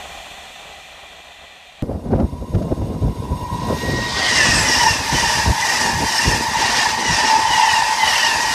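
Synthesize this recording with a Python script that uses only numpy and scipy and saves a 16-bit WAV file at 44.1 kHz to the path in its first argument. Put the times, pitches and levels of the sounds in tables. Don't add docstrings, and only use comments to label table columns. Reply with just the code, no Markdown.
import sys
import numpy as np
from scipy import signal
from scipy.fft import irfft, next_fast_len
from scipy.io import wavfile

SR = 44100
rng = np.random.default_rng(int(sys.argv[2]) if len(sys.argv) > 2 else 0)


def digitize_waveform(pressure):
    field = np.atleast_2d(pressure).T
    bounded = np.clip(field, -1, 1)
    quanta = np.round(bounded * 32767).astype(np.int16)
    wavfile.write(sys.argv[1], SR, quanta)


N = 376601
TIME = np.arange(N) / SR
FFT_SIZE = 2 * next_fast_len(N // 2 + 1)
FREQS = np.maximum(np.arange(FFT_SIZE // 2 + 1) * SR / FFT_SIZE, 1)
SHORT_FREQS = np.maximum(np.fft.rfftfreq(2 ** 16, 1 / SR), 1)
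TRAIN_M_S, SOUND_M_S, MIC_TO_TRACK_M = 47., 343, 7.1


def from_db(db):
    return 10 ** (np.asarray(db) / 20)


def gains(rows):
    times, *columns = np.transpose(rows)
    return [from_db(np.interp(TIME, times, column)) for column in columns]


def swells(rows, step=16):
    t = TIME[::step]
    power = sum(from_db(db) ** 2 * np.exp(-((t - at_s) / half_s) ** 2) for at_s, db, half_s in rows)
    return np.interp(TIME, t, np.sqrt(power))


def noise(response):
    excitation = rng.standard_normal(2 * len(response)).view(complex)
    shaped = irfft(excitation * response)[:N]
    return shaped / np.std(shaped)


def coloured(points, ripple_db=0):
    hz, db = np.transpose(points)
    outline_db = np.interp(np.log(FREQS), np.log(hz), db)
    skirts = np.minimum(FREQS / hz[0], 1) ** 4 * np.minimum(hz[-1] / FREQS, 1) ** 8
    grid_hz = np.arange(0, SR / 2, 55)
    peaks = np.minimum(rng.standard_normal(len(grid_hz)), 1.6)
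    return noise(from_db(outline_db + ripple_db * np.interp(FREQS, grid_hz, peaks)) * skirts)


def ringing(modes, freqs=FREQS):
    power = sum(from_db(db) ** 2 / width / (1 + 2 * ((freqs - hz) / width) ** 2) ** 2
                for hz, width, db in modes)
    return noise(np.sqrt(power))


def flicker(rate_hz, depth_db, freqs=FREQS, step=32):
    slow = noise(1 / (1 + (freqs[:len(freqs) // step + 2] / rate_hz) ** 2))
    gain = from_db(depth_db * np.clip(slow, -2, 2))
    positions = np.arange(min(N, 2 * (len(freqs) - 1))) / step
    return np.interp(positions, np.arange(len(gain)), gain / np.sqrt(np.mean(gain ** 2)))


# relative level at the start in dB, fall in dB per second.
DEPARTURE_FADES = [(-38, 6), (-38.0, 4.0), (-46.0, 7)]
# frequency in Hz, relative level in dB.
FAR_ROAR_COLOUR = [(15, -48), (25, -12), (75, -3), (102, -24), (145, -11.5), (262, -17), (301, -13.5),
                   (346, -20.5), (412, -11.5), (449, -16.5), (682, -3), (812, -2.5), (885, -14.5),
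                   (966, -9), (1600, -16), (2080, -42), (3520, -120)]
FAR_HISS_COLOUR = [(2590, -32), (4400, -3.5), (4800, -8.5), (6140, 0), (6740, -1.5), (7390, -1),
                   (9800, -10), (10600, -14.5), (13100, -13), (15000, -21)]
# frequency in Hz, width in Hz, relative level in dB.
FAR_RESONANCES = [(1896, 250, -1.5), (1996, 31, -7), (2323, 120, -8.5), (2386, 34, -4.5), (2570, 290, -1),
                  (3020, 570, -0.5), (3320, 130, -3), (3586, 81, -3.5), (4040, 550, -4)]


def departing_train():
    roar_gain, rush_gain, hiss_gain = [from_db(db - fall * TIME) for db, fall in DEPARTURE_FADES]
    roar = from_db(0.5) * roar_gain * coloured(FAR_ROAR_COLOUR) * flicker(30, depth_db=2.0)
    rush = from_db(0.5) * rush_gain * ringing(FAR_RESONANCES)
    hiss = from_db(1.0) * hiss_gain * coloured(FAR_HISS_COLOUR)
    return roar + rush + hiss


# time in seconds, then rumble and flutter in relative dB.
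BREEZE_LEVELS = [(1.83, -34.5, -31), (2.45, -32, -37.5), (2.9, -32.5, -34.5), (3.45, -28.5, -34.5),
                 (4.05, -32, -34), (4.35, -30.5, -25), (4.95, -33.5, -34.5), (5.4, -31.5, -37),
                 (5.7, -40.5, -36), (6.6, -37, -34.5), (7.25, -39, -32), (7.9, -43, -43),
                 (8.54, -39.5, -34)]
# peak time and half length in seconds, rumble and flutter in relative dB.
PORT_GUSTS = [(1.826, 0.012, -16.5, -28), (1.91, 0.02, -26, -24), (1.961, .012, -24.5, -27.5),
              (2.068, 0.02, -26, -22), (2.139, 0.021, -14.5, -15.5), (2.201, 0.036, -24, -19),
              (2.239, 0.009, -13, -32), (2.335, 0.0068, -22, -37), (2.429, 0.011, -25, -30),
              (2.56, 0.016, -12.5, -20.5), (2.634, 0.049, -23, -25.5), (2.72, 0.011, -17.5, -16),
              (2.812, 0.026, -20, -24.5), (2.895, 0.025, -25, -26), (2.957, 0.011, -22, -25),
              (3.062, 0.033, -14.5, -24), (3.199, 0.0088, -21.5, -40), (3.319, 0.014, -16, -24),
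              (3.43, .008, -34, -39), (3.524, 0.0078, -25, -27), (3.64, 0.011, -22, -26),
              (3.71, 0.038, -25, -17.5), (3.925, 0.076, -22, -22), (4.492, .007, -17.5, -29),
              (4.57, .062, -24, -30), (5.147, 0.019, -18.5, -24.5), (5.231, 0.015, -28, -29.5),
              (5.384, 0.023, -26.5, -32), (5.492, 0.021, -11.5, -25), (5.87, 0.037, -33, -24.5),
              (5.961, .023, -21.5, -37), (6.031, 0.023, -22, -23.5), (6.281, 0.011, -12, -23),
              (6.332, 0.056, -26, -24.5), (7.111, 0.017, -19.5, -28)]
# peak time in seconds, level in dB, half length in seconds.
GUST_CRACKLES = [(2.122, -44, 0.0055), (2.16, -46, 0.0094), (2.203, -39, 0.0034), (2.552, -36, 0.0045),
                 (2.625, -44, .005), (2.719, -46, .003)]
# frequency in Hz, relative level in dB.
RUMBLE_COLOUR = [(22, -22), (35, -5.5), (58, 4.5), (90, 3.5), (160, 1), (230, -8), (400, -40)]
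FLUTTER_COLOUR = [(130, -15.5), (230, 3.5), (320, -2), (450, -3.5), (650, -6), (850, -15), (1300, -26.5),
                  (2500, -45)]
CRACKLE_COLOUR = [(1200, 5), (2500, -5), (5000, -8), (9000, -26)]


def wind(leak_hz=38):
    rumble_gain, flutter_gain = gains(BREEZE_LEVELS)
    rumble = from_db(0.5) * rumble_gain * flicker(26, depth_db=4.0) * coloured(RUMBLE_COLOUR)
    flutter = from_db(-0.5) * flutter_gain * flicker(26, depth_db=3.5) * coloured(FLUTTER_COLOUR)
    times, half_s, rumble_db, flutter_db = np.transpose(PORT_GUSTS)
    thump_gain = from_db(3.5) * swells(zip(times, rumble_db, half_s))
    flap_gain = from_db(-1.0) * swells(zip(times, flutter_db, half_s))
    thumps = thump_gain * np.tanh(1.2 * coloured(RUMBLE_COLOUR))
    flaps = flap_gain * flicker(68, depth_db=3.5) * coloured(FLUTTER_COLOUR)
    crackles = swells(GUST_CRACKLES) * coloured(CRACKLE_COLOUR)
    leak = signal.butter(3, leak_hz, "high", fs=SR, output="sos")
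    return signal.sosfilt(leak, rumble + flutter + thumps + flaps + crackles)


# time in seconds, level of the low modes in dB, level of the high modes in dB.
RAIL_SONG_LEVELS = [(1.83, -55, -62), (2.3, -44, -57.5), (3.1, -41, -51), (3.3, -33, -49),
                    (3.65, -26.5, -45), (3.8, -33, -38.5), (4.1, -31, -45), (5.0, -45, -50)]
# time in seconds, relative level in dB.
SQUEAL_LEVELS = [(3.1, -63), (3.7, -38.5), (3.87, -26), (4.06, -22), (4.125, -34), (4.17, -20),
                 (4.5, -26.5), (5.0, -33.5), (8.54, -26)]
# frequency in Hz, width in Hz, relative level in dB.
LOW_RAIL_MODES = [(981, 27, 13.5), (1057, 10, 7.5), (920, 89, 5)]
SQUEAL_RAIL_MODES = [(1898, 13, 19), (2140, 35, 6)]
HIGH_RAIL_MODES = [(2820, 49, 0), (3680, 230, 2.5), (5500, 63, -1), (6540, 76, 1), (7500, 84, -7),
                   (8480, 73, 0), (9340, 51, -7), (10380, 70, -6), (11260, 70, -8), (12210, 70, -8),
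                   (13135, 70, -10), (14080, 90, -7), (14970, 90, -19)]


def singing_rails(squeal_hz=1887, waver_hz=13):
    low_gain, high_gain = gains(RAIL_SONG_LEVELS)
    squeal_gain, = gains(SQUEAL_LEVELS)
    pitch_hz = squeal_hz + waver_hz * noise(1 / (1 + (FREQS / 40) ** 2))
    tone = np.sin(2 * np.pi * np.cumsum(pitch_hz) / SR)
    squeal = squeal_gain * (tone + from_db(-14) * ringing(SQUEAL_RAIL_MODES))
    low = low_gain * ringing(LOW_RAIL_MODES)
    high = high_gain * ringing(HIGH_RAIL_MODES) * flicker(6.9, depth_db=2.1)
    return low + squeal + high


def glinting(points, ripple_db, count=4):
    turns = np.array([flicker(20.3, depth_db=12.5) for _ in range(count)])
    turns = turns / np.linalg.norm(turns, axis=0)
    return sum(turn * coloured(points, ripple_db) for turn in turns)


def passing_power(times, levels_db, beam, step=64):
    t = TIME[::step]
    nearness = MIC_TO_TRACK_M / np.hypot(TRAIN_M_S * (t[:, None] - times), MIC_TO_TRACK_M)
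    return np.interp(TIME, t, nearness ** (2 * beam) @ from_db(levels_db) ** 2)


# time in seconds; roar, hiss, sizzle and first
# wheel mode in relative dB; second and third wheel modes in dB against the first.
COACH_END_PASSES = [(4.44, -30, -21, -42, -24, -3, -8), (4.8, -31, -22.5, -37, -27, -3, -4),
                    (5.281, -30.5, -23.5, -39, -30, -6, -5.5), (5.765, -32, -23.5, -39, -28.5, -9, -16),
                    (6.235, -32.5, -24, -37.5, -32, -2, 0), (6.73, -28.5, -24.5, -41, -28.5, -8, -14),
                    (7.205, -31, -26, -45, -27, -7.5, -5.5), (7.66, -32, -27, -42.5, -27.5, -1, -10),
                    (8.18, -30, -33.5, -37, -25.5, -2, -17), (8.66, -34, -30, -35.5, -34, 4, -11)]


def bogies(gap_m=6.6):
    half_s = gap_m / TRAIN_M_S / 2
    return np.array([(at_s + side * half_s, *levels)
                     for at_s, *levels in COACH_END_PASSES for side in (-1, 1)])


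# time in seconds, then roar, hiss and sizzle in relative dB.
TRAIN_LEVELS = [(1.83, -62, -62, -60), (3.0, -55, -55, -57), (3.4, -52, -53, -53), (3.9, -38.5, -36, -59),
                (4.13, -35.5, -33.5, -57), (4.19, -29, -31, -53), (4.4, -29.5, -37, -51),
                (4.95, -35, -35, -46), (5.5, -36.5, -32, -41), (6.45, -37.5, -33, -47),
                (8.54, -31, -24, -45)]
# frequency in Hz, relative level in dB.
ROAR_COLOUR = [(350, -12.5), (600, -1.5), (800, 2.5), (1100, 2.5), (1400, -3), (1750, -1), (2080, 0),
               (2250, -2), (2700, -1), (3300, -3.5), (4200, -2), (4800, -3.5), (6000, -16.5)]
HISS_COLOUR = [(3800, -56), (4700, -1), (5550, 0.5), (6300, -3.5), (7200, -7.5), (8500, -10), (10000, -21)]
SIZZLE_COLOUR = [(7000, 0), (8500, 1.5), (9500, 5), (11000, 3), (13000, -1.5), (15300, -14)]
# time in seconds, relative level in dB.
DRONE_LEVELS = [(4.5, -34), (4.65, -22.5), (4.72, -27), (4.88, -15), (4.9, -29), (5.06, -31.5), (5.12, -22),
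                (7.07, -23), (7.18, -26), (7.24, -18), (7.51, -18), (7.69, -13.5), (7.96, -22), (8.37, -21),
                (8.54, -23)]
# frequency in Hz, width in Hz, relative level in dB.
DRONE_MODES = [(795, 12, -10), (883, 38, 0), (940, 40, -10), (945, 33, -2), (1003, 51, -8.5)]
RAIL_BAND_MODES = [(1794, 157, 4), (2790, 55, -7.5), (2440, 90, -6)]


def rolling():
    train_roar, train_hiss, train_sizzle = gains(TRAIN_LEVELS)
    times, roar_db, hiss_db, sizzle_db = bogies().T[:4]
    roar_gain = np.sqrt(train_roar ** 2 + passing_power(times, roar_db, beam=2.56))
    hiss_gain = np.sqrt(train_hiss ** 2 + passing_power(times, hiss_db, beam=2.74))
    sizzle_gain = np.sqrt(train_sizzle ** 2 + passing_power(times, sizzle_db, beam=1.74))
    drone_gain, = gains(DRONE_LEVELS)
    arrived = np.interp(TIME, [4.0, 4.55], [0, 1])
    drone = from_db(-0.5) * drone_gain * ringing(DRONE_MODES) * flicker(40, depth_db=2.5)
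    rail_bands = from_db(-4.0) * hiss_gain * ringing(RAIL_BAND_MODES)
    roar = from_db(6.0) * roar_gain * glinting(ROAR_COLOUR, ripple_db=5.0)
    hiss = from_db(-1.5) * hiss_gain * glinting(HISS_COLOUR, ripple_db=4.5)
    sizzle = from_db(-1.0) * sizzle_gain * glinting(SIZZLE_COLOUR, ripple_db=6.5)
    return arrived * (drone + rail_bands) + (roar + hiss + sizzle) * flicker(31, depth_db=0.9)


def fly_by(source, at_s, beam):
    distance_m = np.hypot(TRAIN_M_S * (TIME - at_s), MIC_TO_TRACK_M)
    emitted_s = TIME - at_s - (distance_m - MIC_TO_TRACK_M) / SOUND_M_S
    source_s = (np.arange(len(source)) - len(source) / 2) / SR
    heard = np.interp(emitted_s, source_s, source, left=0, right=0)
    return heard * (MIC_TO_TRACK_M / distance_m) ** beam


# passing time in
# seconds, frequency in Hz, width in Hz, level in dB, sideways beaming exponent.
PASSING_WHISTLES = [(4.21, 770, 60, -28, 9), (4.2, 3450, 350, -30, 1.55), (4.22, 4500, 900, -29, 1.9),
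                    (4.47, 1900, 35, -22, 2.8), (4.8, 5300, 200, -27, 5), (7.63, 2800, 50, -29, 2.2),
                    (8.27, 2780, 55, -28, 2.8), (4.58, 7950, 450, -27, 10), (4.63, 10300, 800, -34, 12)]


def whistles():
    out = np.zeros(N)
    for at_s, hz, width, db, beam in PASSING_WHISTLES:
        tone = ringing([(hz, width, 0)], SHORT_FREQS) * flicker(25, depth_db=3.2, freqs=SHORT_FREQS)
        out += from_db(db) * fly_by(tone, at_s, beam)
    return out


# frequency in Hz, width in Hz.
WHEEL_RESONANCES = [(1860, 44), (2830, 61), (5480, 94)]
# frequency in Hz, level in dB against the first resonance.
OVERTONE_LEVELS = [(4300, -16.5), (5200, -12.5), (6300, -18), (8000, -26), (11000, -36)]


def ringing_wheels(overtone_count=16, detune=0.018):
    out = np.zeros(N)
    for at_s, *_, first_db, second_db, third_db in bogies():
        first, second, third = [(hz * rng.normal(1, detune), width, db)
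                                for (hz, width), db in zip(WHEEL_RESONANCES, [0, second_db, third_db])]
        overtone_hz = rng.uniform(4300, 11000, overtone_count)
        overtone_db = np.interp(overtone_hz, *np.transpose(OVERTONE_LEVELS))
        overtones = [(hz, 90, db) for hz, db in zip(overtone_hz, overtone_db)]
        ring = 0
        for modes in ([first], [second], [third] + overtones):
            strength = np.linalg.norm([from_db(db) for hz, width, db in modes])
            contact = flicker(28, depth_db=3.5, freqs=SHORT_FREQS)
            ring = ring + strength * ringing(modes, SHORT_FREQS) * contact
        out += from_db(first_db) * fly_by(ring, at_s, beam=4.56)
    return from_db(4.5) * out


# peak time in seconds, level in dB, half length in seconds.
RAIL_HOWLS = [(4.865, -21, 0.02), (7.33, -18.5, 0.045), (7.68, -21, 0.13), (8.28, -24, .06)]


def howling_rail(hz=885.4, width_hz=19):
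    return swells(RAIL_HOWLS) * ringing([(hz, width_hz, 0)])


def scene(cut_s=1.824):
    second_scene = wind() + singing_rails() + rolling() + whistles() + ringing_wheels() + howling_rail()
    after_cut = np.clip((TIME - cut_s) / .0005, 0, 1)
    click = -from_db(-17) * (TIME > cut_s) * np.exp(-np.abs(TIME - cut_s) / .002)
    mono = (1 - after_cut) * departing_train() + after_cut * second_scene + click
    return np.stack([mono, mono])


def record(dry):
    rounded = dry / (1 + dry ** 6) ** (1 / 6)
    lowpass = signal.ellip(12, .1, 80, 15300, fs=SR, output="sos")
    return signal.sosfilt(lowpass, rounded)


dry = scene()
out = record(dry)
digitize_waveform(out)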